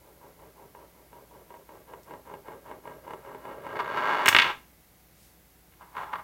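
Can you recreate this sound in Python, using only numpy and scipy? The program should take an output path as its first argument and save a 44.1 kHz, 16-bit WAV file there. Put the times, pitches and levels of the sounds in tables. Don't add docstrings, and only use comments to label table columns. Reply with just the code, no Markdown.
import sys
import numpy as np
from scipy import signal
from scipy.fft import rfft, irfft
from scipy.io import wavfile

SR = 44100
rng = np.random.default_rng(int(sys.argv[2]) if len(sys.argv) > 2 else 0)


def wav_out(sig):
    wavfile.write(sys.argv[1], SR, np.round(np.clip(np.atleast_2d(sig).T, -1, 1) * 32767).astype(np.int16))


N = 274743
TIME = np.arange(N) / SR

# (frequency [Hz], density [dB])
AIR_COLOUR = [(20, -24.5), (45, -6.5), (90, -5), (130, -7), (180, -7), (250, -11), (500, -13), (800, -15.5),
              (1100, -18.5), (2150, -20.5), (2800, -23), (9500, -25.5), (11500, -19.5), (15800, -22.5)]
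# (frequency [Hz], rms level [dB])
HUM_PARTIALS = [(59.2, -67), (167, -72.5), (183.7, -81.5), (318, -76), (753.8, -78.5), (2006, -81.5),
                (2188, -81)]
# (frequency [Hz], t60 [s])
ROOM_DECAY = [(100, 0.8), (500, 0.3), (1500, 0.29), (4000, 0.32), (12000, 0.55)]
# (frequency [Hz], level [dB])
LONG_MODES = [(854, -2), (953, -6), (1044, -5), (1184, -2), (1335, -6), (1507, -4), (1618, -6), (1855, -3),
              (1882, -3), (2110, -5), (2189, -5), (2560, -4), (2755, 0), (2784, -3), (2884, -3), (2962, -5),
              (3377, 0), (3607, -1), (3734, -2), (3784, -2)]
# (frequency [Hz], width [Hz], lift at ringing 1 [dB])
COUNTER_MODES = [(262, 27, 3.7), (393, 68, 7.6), (546, 43, 2.0), (614, 43, 4.8), (843, 51, 7.3),
                 (948, 85, 10.4), (1030, 69, 8.4), (1152, 91, 11.4), (1336, 105, 11.9), (1487, 43, 2.3),
                 (1609, 145, 14.2), (1867, 84, 9.4), (2098, 78, 7.9), (2191, 109, 11.7), (2472, 108, 4.7),
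                 (2761, 81, 5.4), (2909, 198, 9.6), (3382, 57, 6.4), (3511, 163, 6.5), (3764, 107, 6.3),
                 (4308, 141, 6.0), (4558, 156, 7.9)]
# (delay [s], share kept in first arrival [1])
EDGE_ECHOES = [(.0013, .8)]

# (frequency [Hz], level [dB])
SLEEVE_SPECTRUM = [(30, -40), (1000, -14), (2500, -5), (9000, -3), (16000, -12)]
# (frequency [Hz], level [dB])
SCRAPE_COLOUR = [(30, -41), (300, -6), (650, -5.5), (1000, 12.5), (1500, 2.5), (2200, -4.5), (3400, -11.5),
                 (4500, -22), (8000, -38), (15000, -52.5)]
# (frequency [Hz], level [dB])
ROCKING_COLOUR = [(30, -41), (120, -9.5), (300, -16), (550, -8), (850, 0), (1300, -17), (2000, -16.5),
                  (3000, -29.5), (4500, -33), (8000, -35), (15000, -34)]
# (start [s], length [s], level [dB])
FINGER_PUSHES = [(5.815, 0.014, -47.5), (5.86, 0.11, -60), (5.968, 0.069, -37), (6.07, 0.024, -45.5),
                 (6.13, 0.024, -38), (6.19, 0.0054, -39.5)]
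# (time [s], peak [dB])
FINGER_TAPS = [(5.9525, -34), (5.968, -24), (5.9814, -23.5), (6.0107, -36), (6.0332, -29), (6.1323, -23.5),
               (6.1356, -18.5), (6.1568, -22.5)]
# (time [s], peak [dB])
NAIL_BRUSHES = [(5.722, -51), (5.737, -49)]

# (time [s], peak [dB])
EDGE_CLICKS = [(2.033, -39), (2.045, -44), (4.2592, -10), (4.2742, -11.5), (4.2852, -7.5), (4.2863, 0),
               (4.2903, -14), (4.2962, -17)]
# (frequency [Hz], level [dB])
STEEL_COLOUR = [(30, -43), (1000, -20.5), (3500, -10), (5500, 1.5), (8500, -3), (11000, -8), (14000, -2),
                (16000, -8)]
# (time [s], peak [dB], tilt [dB/octave])
BODY_KNOCKS = [(4.2591, -6.5, -3), (4.2639, -7.5, -3), (4.2812, 1, -1), (4.2898, -4.5, -3),
               (4.3275, -8, -1.5), (4.3484, 1, -2), (4.365, 1.5, 0), (4.387, 0.5, 2), (4.3901, -5.5, 2.5),
               (4.3989, -2.5, 1), (4.418, -13.5, 7), (4.4216, -6, 3.5), (4.444, -12.5, -1.5),
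               (4.4647, -17, -3.5)]
# (frequency [Hz], level [dB])
BODY_COLOUR = [(30, -44), (90, -6), (200, -7.5), (400, -11.5), (700, -8), (1100, -1.5), (1800, 2),
               (2600, 4), (3500, -2), (4500, -12), (6500, -21), (9000, -34), (15000, -40.5)]

# (time [s], level [dB])
FLANK_ROLL = [(2.7, -73), (3.25, -57), (3.6, -52), (3.85, -35.5), (3.98, -30), (4.1, -24), (4.24, -26.5),
              (4.3, -30.5), (4.51, -30)]
# (start [s], length [s], level [dB])
FLANK_TOUCHES = [(3.759, .008, -31), (3.791, .018, -28), (3.968, .014, -30)]
# (frequency [Hz], level [dB])
FLANK_COLOUR = [(30, -31.5), (90, -28), (180, -6.5), (300, -2.5), (600, 2), (1000, 2), (1600, -2.5),
                (2300, -8.5), (3200, -14), (4500, -21), (6500, -27), (9000, -33), (15000, -36.5)]
# (time [s], level [dB])
TIP_GRIND = [(0, -63.5), (2.0, -73), (3.55, -52.5), (3.8, -43.5), (3.95, -41), (4.3, -67.5)]
# (time [s], peak [dB])
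BUMP_TICKS = [(0.237, -48), (0.7496, -37), (1.130, -39.5), (1.505, -37), (1.541, -36.5), (1.6917, -37),
              (1.936, -31), (2.1096, -33), (2.1375, -32), (2.3395, -30), (2.4833, -30.5), (2.7134, -29.5),
              (2.855, -37), (2.876, -30), (3.079, -32.5), (3.1078, -27), (3.1354, -26), (3.25, -36),
              (3.348, -31), (3.454, -30.5), (3.6666, -27)]
# (time [s], level [dB])
BITE_LEVEL = [(0.06, -61), (0.26, -54.5), (0.78, -53), (0.99, -62), (1.16, -54), (1.75, -52), (2.2, -45.5),
              (3.3, -46.5), (3.6, -41)]
# (frequency [Hz], level [dB])
BITE_COLOUR = [(30, -30), (90, -11.5), (200, -9.5), (380, -2), (520, 0.5), (700, -7.5), (950, -1),
               (1300, -20), (2000, -20.5), (3000, -25.5), (4500, -47), (8000, -31.5), (15000, -44)]
# (frequency [Hz], level [dB])
MURMUR_COLOUR = [(30, -36), (90, -8.5), (130, -2), (200, -8.5), (400, -2), (550, 3.5), (700, -5.5),
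                 (950, -16.5), (1300, -20.5), (2000, -29), (3000, -34.5), (4500, -50), (15000, -54)]

AIR_DB, BUZZ_DB, BUZZ_HZ = -59.5, -70, 58.4
ROOM_WET_DB, MODE_T60_S, CUTOFF_HZ = -9.5, .22, 15900
REBOUND_LOSS_DB = 8.5
SKID_START_S, SKID_RISE_S, SKID_DB, SKID_FADE_DB_PER_S = 4.39, .015, -28, 41.5
REST_S, STOP_DB_PER_S = 4.501, 381
LEAN_START_S, LEAN_PER_S = 1.52, .15
FIRST_WOBBLE_S, WOBBLE_PERIOD_S, PERIOD_GROWTH_S, WOBBLE_COUNT = .0625, .1808, .00112, 20
BITE_LEAD_S, BITE_LENGTH_S, SWELL_WIDENS_PER_S = .0064, .071, .12
MURMUR_LAG_S, MURMUR_LENGTH_S, MURMUR_DB = .024, .093, -2.0


def from_db(db):
    return 10 ** (np.asarray(db) / 20)


def rms_one(x):
    return x / np.sqrt(np.mean(x ** 2) + 1e-20)


def level(rows):
    return from_db(np.interp(TIME, *np.transpose(rows)))


def at_hz(points, hz):
    freqs, values = np.transpose(points)
    return np.interp(np.log(hz + 1e-9), np.log(freqs), values)


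def through(x, response):
    return signal.fftconvolve(x, response)[:len(x)]


def body(colour, modes=(), size=16384):
    hz = np.arange(size // 2 + 1) * SR / size
    db = at_hz(colour, hz)
    for centre, width, lift in modes:
        db = db + lift / (1 + (2 * (hz - centre) / width) ** 2)
    cepstrum = irfft(np.log(from_db(db)))[:size // 2]
    response = irfft(np.exp(2 * rfft(cepstrum, size)))[:size // 2]
    return response / np.linalg.norm(response)


def noise(colour):
    return rms_one(through(rng.standard_normal(N), body(colour)))


def background():
    hum = 0
    for hz, db in HUM_PARTIALS:
        phase = 2 * np.pi * (hz * TIME + rng.random())
        hum = hum + from_db(db) * np.sqrt(2) * np.sin(phase)
    high_pass = signal.butter(8, 10800, "high", fs=SR, output="sos")
    treble = signal.sosfilt(high_pass, rng.standard_normal(N))
    pulses = np.sin(np.pi * BUZZ_HZ * TIME) ** 4
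    buzz = from_db(BUZZ_DB) * rms_one(treble * pulses)
    return from_db(AIR_DB) * noise(AIR_COLOUR) + hum + buzz


def room(x, build_s=.0023, mode_db=-13.5, size=32768):
    t, hz = TIME[:size], np.arange(size // 2 + 1) * SR / size
    white = rfft(rng.standard_normal(size))
    tail = 0
    for centre, t60_s in ROOM_DECAY:
        band = at_hz([(f, f == centre) for f, _ in ROOM_DECAY], hz)
        tail = tail + irfft(white * band) * from_db(-60 * t / t60_s)
    tail = tail * (1 - np.exp(-(t / build_s) ** 2))
    tail = from_db(ROOM_WET_DB) * tail / np.linalg.norm(tail)
    fade = from_db(-60 * t / MODE_T60_S)
    modes = sum(from_db(db + mode_db) * np.cos(2 * np.pi * f * t) for f, db in LONG_MODES)
    modes = modes * 2 * fade / fade.sum()
    return x + through(x, modes + tail)


def slab(colour, ringing=1.0, slow_s=.0003):
    response = body(colour, [(hz, width, lift * ringing) for hz, width, lift in COUNTER_MODES])
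    hz = np.arange(len(response) // 2 + 1) * SR / len(response)
    travel = np.exp(-4j * np.pi * slow_s * np.sqrt(1000 * hz))
    for delay_s, share in EDGE_ECHOES:
        echo = np.exp(-2j * np.pi * hz * delay_s)
        travel = travel * (share + echo) / (1 + share * echo)
    return irfft(rfft(response) * travel)


def blows(rows, response):
    force = np.zeros(N)
    times, peak_db = np.transpose(rows)
    force[np.round(times * SR).astype(int)] = from_db(peak_db)
    return through(force, response / np.abs(response).max())


def grind(gain, response, per_s, spread_db, even_s):
    hits = rng.random(N) < per_s / SR
    sizes = from_db(spread_db * rng.standard_normal(N))
    force = hits * sizes * rng.choice([-1, 1], N)
    window = np.hanning(int(even_s * SR))
    power = signal.fftconvolve(force ** 2, window / window.sum(), "same")
    return through(gain * force / np.sqrt(np.abs(power) + 1e-9), response)


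def strokes(rows, attack_s, release_s):
    gain = 0
    for start_s, length_s, db in rows:
        rise = np.maximum(start_s - TIME, 0) / attack_s
        fall = np.maximum(TIME - start_s - length_s, 0) / release_s
        gain = gain + from_db(db) * np.exp(-rise - fall)
    return gain


def moving():
    return from_db(-STOP_DB_PER_S * np.maximum(TIME - REST_S, 0))


def wobble(lag_s, length_s, steepness=3.2):
    turn = np.arange(WOBBLE_COUNT)
    times = FIRST_WOBBLE_S + turn * (WOBBLE_PERIOD_S + PERIOD_GROWTH_S * turn / 2)
    gains = from_db(np.interp(times, *np.transpose(BITE_LEVEL)))
    lengths = length_s * (1 + SWELL_WIDENS_PER_S * times)
    swells = 0
    for time_s, gain, width_s in zip(times, gains, lengths):
        offset = np.abs(2 * (TIME - time_s - lag_s) / width_s)
        swells = swells + gain / (1 + offset ** (2 * steepness))
    return swells


def picking_up(sleeve_db=-62.5, scrape_db=-3.0, rocking_db=-4.0):
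    reach = np.exp(-((TIME - 5.24) / .085) ** 2)
    sleeve = from_db(sleeve_db) * reach * noise(SLEEVE_SPECTRUM)
    bright, dull = slab(SCRAPE_COLOUR, ringing=.6), slab(ROCKING_COLOUR, ringing=.7)
    push = strokes(FINGER_PUSHES, attack_s=.012, release_s=.016)
    scrape = grind(from_db(scrape_db) * push, bright, per_s=1000, spread_db=3.0, even_s=.012)
    rocking = grind(from_db(rocking_db) * push, dull, per_s=740, spread_db=3.0, even_s=.014)
    nails = blows(NAIL_BRUSHES, slab(BODY_COLOUR))
    taps = blows(FINGER_TAPS, bright + .24 * dull)
    return sleeve + nails + scrape + rocking + taps


def clinks(ring_db=-.5, ring_t60_s=.033, shimmer_db=-11.5, shimmer_t60_s=.35):
    snap = body(STEEL_COLOUR, size=32768)
    t = TIME[:len(snap)]
    ring = 0
    for db, t60_s in (ring_db, ring_t60_s), (shimmer_db, shimmer_t60_s):
        dying = rng.standard_normal(len(t)) * from_db(-60 * t / t60_s)
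        ring = ring + from_db(db) * dying / np.linalg.norm(dying)
    return blows(EDGE_CLICKS, snap + through(ring, snap))


def toppling():
    knocks = 0
    for time_s, db, tilt in BODY_KNOCKS:
        colour = []
        for hz, colour_db in BODY_COLOUR:
            octaves = np.log2(np.clip(hz, 500, 5000) / 2000)
            colour.append((hz, colour_db + tilt * octaves))
        rebound = (time_s + rng.uniform(.0028, .0035), db - REBOUND_LOSS_DB)
        knocks = knocks + blows([(time_s, db), rebound], slab(colour, ringing=.55))
    age_s = TIME - SKID_START_S
    rise = np.exp(np.minimum(age_s, 0) / SKID_RISE_S)
    fade = from_db(SKID_DB - SKID_FADE_DB_PER_S * np.maximum(age_s, 0))
    sliding = rise * fade * moving()
    skid = grind(sliding, slab(BODY_COLOUR, ringing=.7), per_s=1100, spread_db=5.0, even_s=.009)
    return knocks + skid


def leaning():
    touches = strokes(FLANK_TOUCHES, attack_s=.002, release_s=.0027)
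    load = level(FLANK_ROLL) * moving() + touches
    return grind(load, slab(FLANK_COLOUR), per_s=520, spread_db=5.0, even_s=.02)


def spinning():
    tip, flank = slab(BITE_COLOUR, ringing=.87), slab(FLANK_COLOUR)
    lean = np.clip(LEAN_PER_S * (TIME - LEAN_START_S), 0, 1)
    murmur_swells = from_db(MURMUR_DB) * (1 - lean) * wobble(MURMUR_LAG_S, MURMUR_LENGTH_S)
    rolling = level(TIP_GRIND) * moving() + murmur_swells
    murmur = grind(rolling, slab(MURMUR_COLOUR), per_s=2100, spread_db=3.0, even_s=.028)
    bite_swells = wobble(-BITE_LEAD_S, BITE_LENGTH_S)
    bite = 0
    for share, contact in (1 - lean, tip), (lean, flank):
        gain = bite_swells * np.sqrt(share)
        bite = bite + grind(gain, contact, per_s=450, spread_db=5.0, even_s=.028)
    ticks = blows(BUMP_TICKS, tip + .2 * flank)
    return murmur + bite + ticks


def scene():
    rolling = from_db(-1.0) * (spinning() + leaning())
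    top = rolling + toppling() + clinks()
    return (room(top + picking_up()) + background())[None]


def record(dry):
    low_pass = signal.ellip(10, .1, 80, CUTOFF_HZ, fs=SR, output="sos")
    return signal.sosfilt(low_pass, np.clip(dry, -1, 1))


dry = scene()
out = record(dry)
wav_out(out)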